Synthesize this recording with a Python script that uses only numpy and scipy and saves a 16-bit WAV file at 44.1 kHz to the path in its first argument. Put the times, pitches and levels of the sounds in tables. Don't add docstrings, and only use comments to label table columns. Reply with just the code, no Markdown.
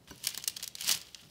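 import sys
import numpy as np
from scipy import signal
from scipy.fft import rfft, irfft, next_fast_len
from scipy.io import wavfile
from scipy.ndimage import uniform_filter1d, map_coordinates

SR = 44100
rng = np.random.default_rng(int(sys.argv[2]) if len(sys.argv) > 2 else 0)


def bounce(signal):
    frames = np.transpose(np.atleast_2d(signal))
    limited = np.clip(frames, -1, 1)
    pcm = np.round(limited * 32767).astype(np.int16)
    wavfile.write(sys.argv[1], SR, pcm)


N = 57330

# frequency_hz, density_db
TREBLE_SPECTRUM = [(6300, -12), (8000, 0.5), (10000, -1), (14000, -4), (16500, -0.5)]


def amp(db):
    return 10 ** (np.asarray(db) / 20)


def unit(x):
    return x / np.sqrt(np.mean(x ** 2) + 1e-20)


def even(x, size):
    return x / np.sqrt(np.abs(uniform_filter1d(x ** 2, size=size)) + 0.0011)


def along(points, hz):
    frequencies, values = np.transpose(points)
    return np.interp(np.log(hz + 1), np.log(frequencies + 1), values)


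def curve(rows):
    return np.interp(np.arange(N) / SR, *np.transpose(rows))


def wobble(rate):
    knots = rng.standard_normal(int(N * rate / SR) + 4)
    return map_coordinates(knots, [np.arange(N) * rate / SR])


def filtered(x, response):
    size = next_fast_len(N + 8192)
    return irfft(rfft(x, size) * response(np.fft.rfftfreq(size, 1 / SR)), size)[..., :N]


def noise(spectrum):
    closed = [(spectrum[0][0] / 2, -90)] + list(spectrum) + [(spectrum[-1][0] * 2, -90)]
    return unit(filtered(rng.standard_normal(N), lambda hz: amp(along(closed, hz))))


def background(hiss_db=-67.5):
    # frequency_hz, relative_db
    harmonics = [(60, -74.5), (120, -74.5)]
    # time_s, level_db
    envelope = [(0, -67.5), (.09, -63), (.16, -59), (.21, -65.5), (.27, -60), (.33, -65.5), (.39, -63.5),
                (.45, -68.5), (.515, -61.5), (.6, -65), (.75, -67), (.82, -62.5), (.9, -55.5), (.96, -56.5),
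                (1.0, -64.5), (1.1, -68), (1.2, -69.5), (1.25, -62), (1.3, -68)]
    # frequency_hz, density_db
    rumble_spectrum = [(25, -20), (60, -4.5), (125, 3), (200, 0), (300, -8), (500, -15), (1000, -22),
                       (2000, -30)]
    hiss_spectrum = [(150, 3), (600, -3), (1400, -12), (3000, -15), (16000, -20.5)]
    t = np.arange(N) / SR
    hum = sum(amp(db + 2 + 1.3 * wobble(6.9)) * np.sin(2 * np.pi * hz * t) for hz, db in harmonics)
    rumble = amp(curve(envelope) + 2.3 * wobble(24.19)) * even(noise(rumble_spectrum), size=1800)
    return rumble + hum + amp(hiss_db) * noise(hiss_spectrum)


def rolling(grains_per_s=700, grain_ms=0.96, spread_db=2, scrape_over_grains_db=3):
    # time_s, level_db
    envelope = [(0, -77), (.068, -70), (.078, -59), (.2, -59.5), (.232, -54.5), (.28, -47.5), (.33, -48.5),
                (.42, -56.5), (.47, -59), (.5, -52.5), (.55, -60.5), (.65, -52), (.74, -69.5), (.8, -49.5),
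                (.87, -36.5), (.92, -32.5), (.96, -43), (1.04, -57.5), (1.14, -62.5), (1.22, -60),
                (1.3, -63.5)]
    # frequency_hz, density_db
    spectrum = [(400, -20), (900, -12.5), (1900, -8), (2500, -5), (2950, 1.5), (3500, -2.5), (5000, -1.5),
                (7000, -7.5), (10000, -11.5), (16000, -14)]
    hits = rng.random(N) < grains_per_s / SR
    strengths = amp(spread_db * np.minimum(rng.exponential(size=N), 2.5))
    decay = np.exp(-np.arange(SR // 100) / SR * 1000 / grain_ms)
    grains = signal.fftconvolve(hits * strengths, decay)[:N]
    scrape = amp(scrape_over_grains_db) * amp(1.2 * wobble(59.6))
    return amp(curve(envelope)) * unit(unit(grains) + scrape) * noise(spectrum)


def snaps(rise_ms=0.18, roughness_db=3.5):
    # start_s, level_db, tear_ms, body_db, low_crack_db, treble_db
    releases = [(0.0751, -46.5, 0.93, 9, 17, 3), (0.083, -51.5, 3, 13, 7, -5), (0.091, -53, 3.5, 2, 4, 7),
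                (0.094, -53, 3, -13, 5, 0), (0.1005, -49.5, 4.7, 3, 9, 2), (0.157, -52.5, 4, -13, -12, 6),
                (0.1798, -44, 0.65, -28, -26, 3), (0.2358, -41.5, 3.4, -11, -4, 4),
                (0.2401, -28.5, 1.6, -23, -1, 3), (0.247, -31, 2.5, -18.5, -5, 0),
                (0.2503, -30, 1.5, -22, -9, -5), (0.2543, -35.5, 3.2, -9.5, 3, -2),
                (0.257, -35, 2.1, -22, -12, 2), (0.2697, -19.5, 0.96, -25, -3, -7),
                (0.2708, -16.5, 1.86, -30, -9.5, 1.5), (0.2732, -25.5, 2.65, -12, -2, -1),
                (0.2804, -36, 2.5, -9, 6, -9), (0.2884, -33, 7.3, -14.5, -4, 2),
                (0.3028, -36, 3.5, -22, -14, -4), (0.313, -40.5, 1.6, -15, 15, -11),
                (0.346, -29.5, 2.7, -12.5, -1, -3), (0.3763, -22.5, 1.5, -11, -5.5, 3.5),
                (0.3841, -36, 1.1, -4, -17, -4), (0.398, -41.5, 1.8, -3.5, 6, -8),
                (0.405, -45.5, 4.2, -9, 12, -13), (0.425, -39.5, 2.1, -17, -9, -1),
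                (0.44, -28.5, 2.04, -22.5, -5.5, -6), (0.445, -38.5, 2, -20, -2, -1),
                (0.476, -27.5, 1, -16, -5, -8), (0.4772, -16.5, 2.7, -21.5, -9, 2.5),
                (0.482, -27.5, 3.1, -14, -2.5, -1), (0.4972, -33.5, 2.9, -18, -1.5, 2),
                (0.5644, -36.5, 2.8, -23, -1, -6), (0.5678, -26.5, 1.4, -17.5, 2, 0),
                (0.5731, -32.5, 1, -15, -11, -6), (0.597, -39, 4.3, -14, -0.5, -8),
                (0.608, -42, 2, -1.5, 6, -16), (0.6271, -30, 2.8, -21, -1.5, 2),
                (0.6321, -29.5, 2.8, -15, -5, -2), (0.641, -29.5, 3.7, -20, -5, -2),
                (0.6772, -23.5, 1.07, -27.5, -11, -1.5), (0.687, -50, 2.3, -19, -18, -7),
                (0.7532, -28, 1.56, -23, -10.5, -6), (0.7626, -46.5, 1.6, -8, -2, -12),
                (0.7844, -39, 2.4, -25, 2, -10), (0.8012, -35.5, 1.2, -22, -6, -2),
                (0.8095, -26, 2.6, -20, -2, 0.5), (0.8214, -28, 1.5, -22, -5, -4),
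                (0.839, -40, 3, -15, -16, -11), (0.845, -27.5, 1.4, -23.5, -14, -1),
                (0.864, -32, 3.8, -17, -2, -6), (0.8745, -30, 2, -17, -4, 3),
                (0.8793, -21.5, 1.8, -14, -25, 1), (0.886, -24, 5, -15.5, -4, -2),
                (0.8916, -20.5, 1, -13, -3, 1), (0.8924, -16, 2.6, -15, -0.5, 1.5),
                (0.902, -24, 2.9, -6, 1.5, -1), (0.909, -26, 2, -20, -6, -1),
                (0.912, -18.5, 6.7, -20.5, -7.5, -2.5), (0.9231, -20.5, 3.8, -25, -7.5, -2.5),
                (0.9478, -26.5, 3.7, -15, -9, -1), (0.957, -35, 1.4, -9, 2, 8),
                (0.9756, -32, 1.8, -12, 3, 5.5), (1.0151, -34, 1.2, -18, -17, -7),
                (1.003, -40, 1.6, -20, 0, -2), (1.0689, -50, 3.7, -8, -1, -21),
                (1.11, -57, 1.2, -15, -7.5, 15), (1.1466, -32, 1.8, -23, -1.5, -11.5),
                (1.156, -52.5, 6, 0, -1, -21), (1.176, -51, 1.6, -8, 1, -18),
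                (1.194, -52, 3.1, -11, 21, -5.5), (1.1964, -50.5, 2.4, -15.5, 18, -10),
                (1.203, -52, 3.6, -7, 8.5, -3), (1.2135, -51.5, 3.5, -10, 0, 6),
                (1.2322, -51.5, 7, 0.5, 5, -13)]
    # frequency_hz, density_db
    body = [(300, -8.5), (600, -6.5), (1000, -1), (1900, -3), (3000, -13)]
    low_crack = [(1500, -19.5), (2300, -8), (2950, 0.5), (3700, -1.5), (4500, -6)]
    high_crack = [(3300, -14.5), (4100, -1), (5000, -0.5), (7000, -2.5), (8500, -11.5)]
    # body_db, low_crack_db, high_crack_db, treble_db
    sag_db = [2.9, 3.5, 5.4, 6]
    fall_ms = np.array([2.45, 2.23, 1.5, 1.27])[:, None]
    ms = np.arange(N) / SR * 1000
    power = np.zeros((4, N))
    for start_s, level_db, tear_ms, body_db, low_crack_db, treble_db in releases:
        age_ms = ms - start_s * 1000
        shape = np.exp(np.minimum(age_ms / rise_ms, 0) - np.clip(age_ms - tear_ms, 0, None) / fall_ms)
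        torn = np.clip(age_ms / tear_ms, 0, 1)
        envelope = shape * amp(level_db - np.array(sag_db)[:, None] * torn)
        share = amp([body_db, low_crack_db, 0, treble_db])[:, None]
        power += (envelope * share / np.linalg.norm(share)) ** 2
    bands = np.array([noise(band) for band in (body, low_crack, high_crack, TREBLE_SPECTRUM)])
    tearing = even(amp(roughness_db * wobble(900)) * bands, size=70)
    return amp(-2.5) * (np.sqrt(power) * tearing).sum(axis=0)


def ring(modes, start_s, attack_s):
    t = np.clip(np.arange(N) / SR - start_s, 0, None)
    vibration = sum(amp(db - 60 * t / t60) * np.sin(2 * np.pi * hz * t) for hz, db, t60 in modes)
    return vibration * (1 - np.exp(-t / attack_s))


def knock(start_s=0.1063, push_lead_s=0.0067, thud_lag_s=0.00286):
    # frequency_hz, relative_db, t60_s
    pin_modes = [(2290, -12, 0.1), (2890, -5, 0.05), (4480, -6.5, 0.075), (5880, -2, 0.064),
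                 (7800, 1.5, .015), (11900, -1, 0.024)]
    # frequency_hz, relative_db, t60_s
    thud_modes = [(136, -11, 0.23), (198, -3, 0.1), (287, -9, 0.14), (395, -4.5, 0.082), (563, -5, 0.083),
                  (980, 4.5, 0.027), (1250, 0.5, 0.025), (1515, 4.5, 0.032)]
    t = np.arange(N) / SR - start_s
    push = ring([(69.6, -47.5, 0.106)], start_s - push_lead_s, attack_s=0.0019)
    click = (t > 0) * amp(-46.5 - 60 * np.abs(t) / 0.012) * noise(TREBLE_SPECTRUM)
    pin = amp(-42.5) * ring(pin_modes, start_s, attack_s=0.0016)
    thud = amp(-44) * ring(thud_modes, start_s + thud_lag_s, attack_s=0.0011)
    thud_age = t - thud_lag_s
    dull_noise = noise([(150, 11), (600, -9), (2500, -17)])
    puff = (thud_age > 0) * amp(-51 - 60 * np.abs(thud_age) / 0.13) * dull_noise
    return push + click + pin + thud + puff


def kitchen(x, near_db=-9.5, near_t60_s=0.026, tail_db=-16):
    # frequency_hz, t60_s
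    decay_times = [(300, 1), (3000, 0.58), (14000, 0.12)]
    hz, t, spectrum = signal.stft(rng.standard_normal(SR // 2), SR, nperseg=256)
    decay = amp(-60 * t / along(decay_times, hz)[:, None])
    tail = signal.istft(spectrum * decay, SR, nperseg=256)[1]
    near = rng.standard_normal(len(tail)) * amp(-60 * np.arange(len(tail)) / SR / near_t60_s)
    response = amp(tail_db) * tail / np.linalg.norm(tail) + amp(near_db) * near / np.linalg.norm(near)
    return signal.fftconvolve(x, response)[:N]


def scene():
    transients = snaps() + knock()
    return (transients + kitchen(transients) + rolling() + background())[None]


def record(dry):
    bass_hz, shelf_hz, shelf_db, cutoff_hz = 42, 15650, -30, 16970

    def response(hz):
        shelf = amp(shelf_db * np.clip((hz - shelf_hz) / 250, 0, 1))
        return (hz < cutoff_hz) * shelf / np.sqrt(1 + (bass_hz / (hz + 1)) ** 8)
    return filtered(dry, response)


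dry = scene()
out = record(dry)
bounce(out)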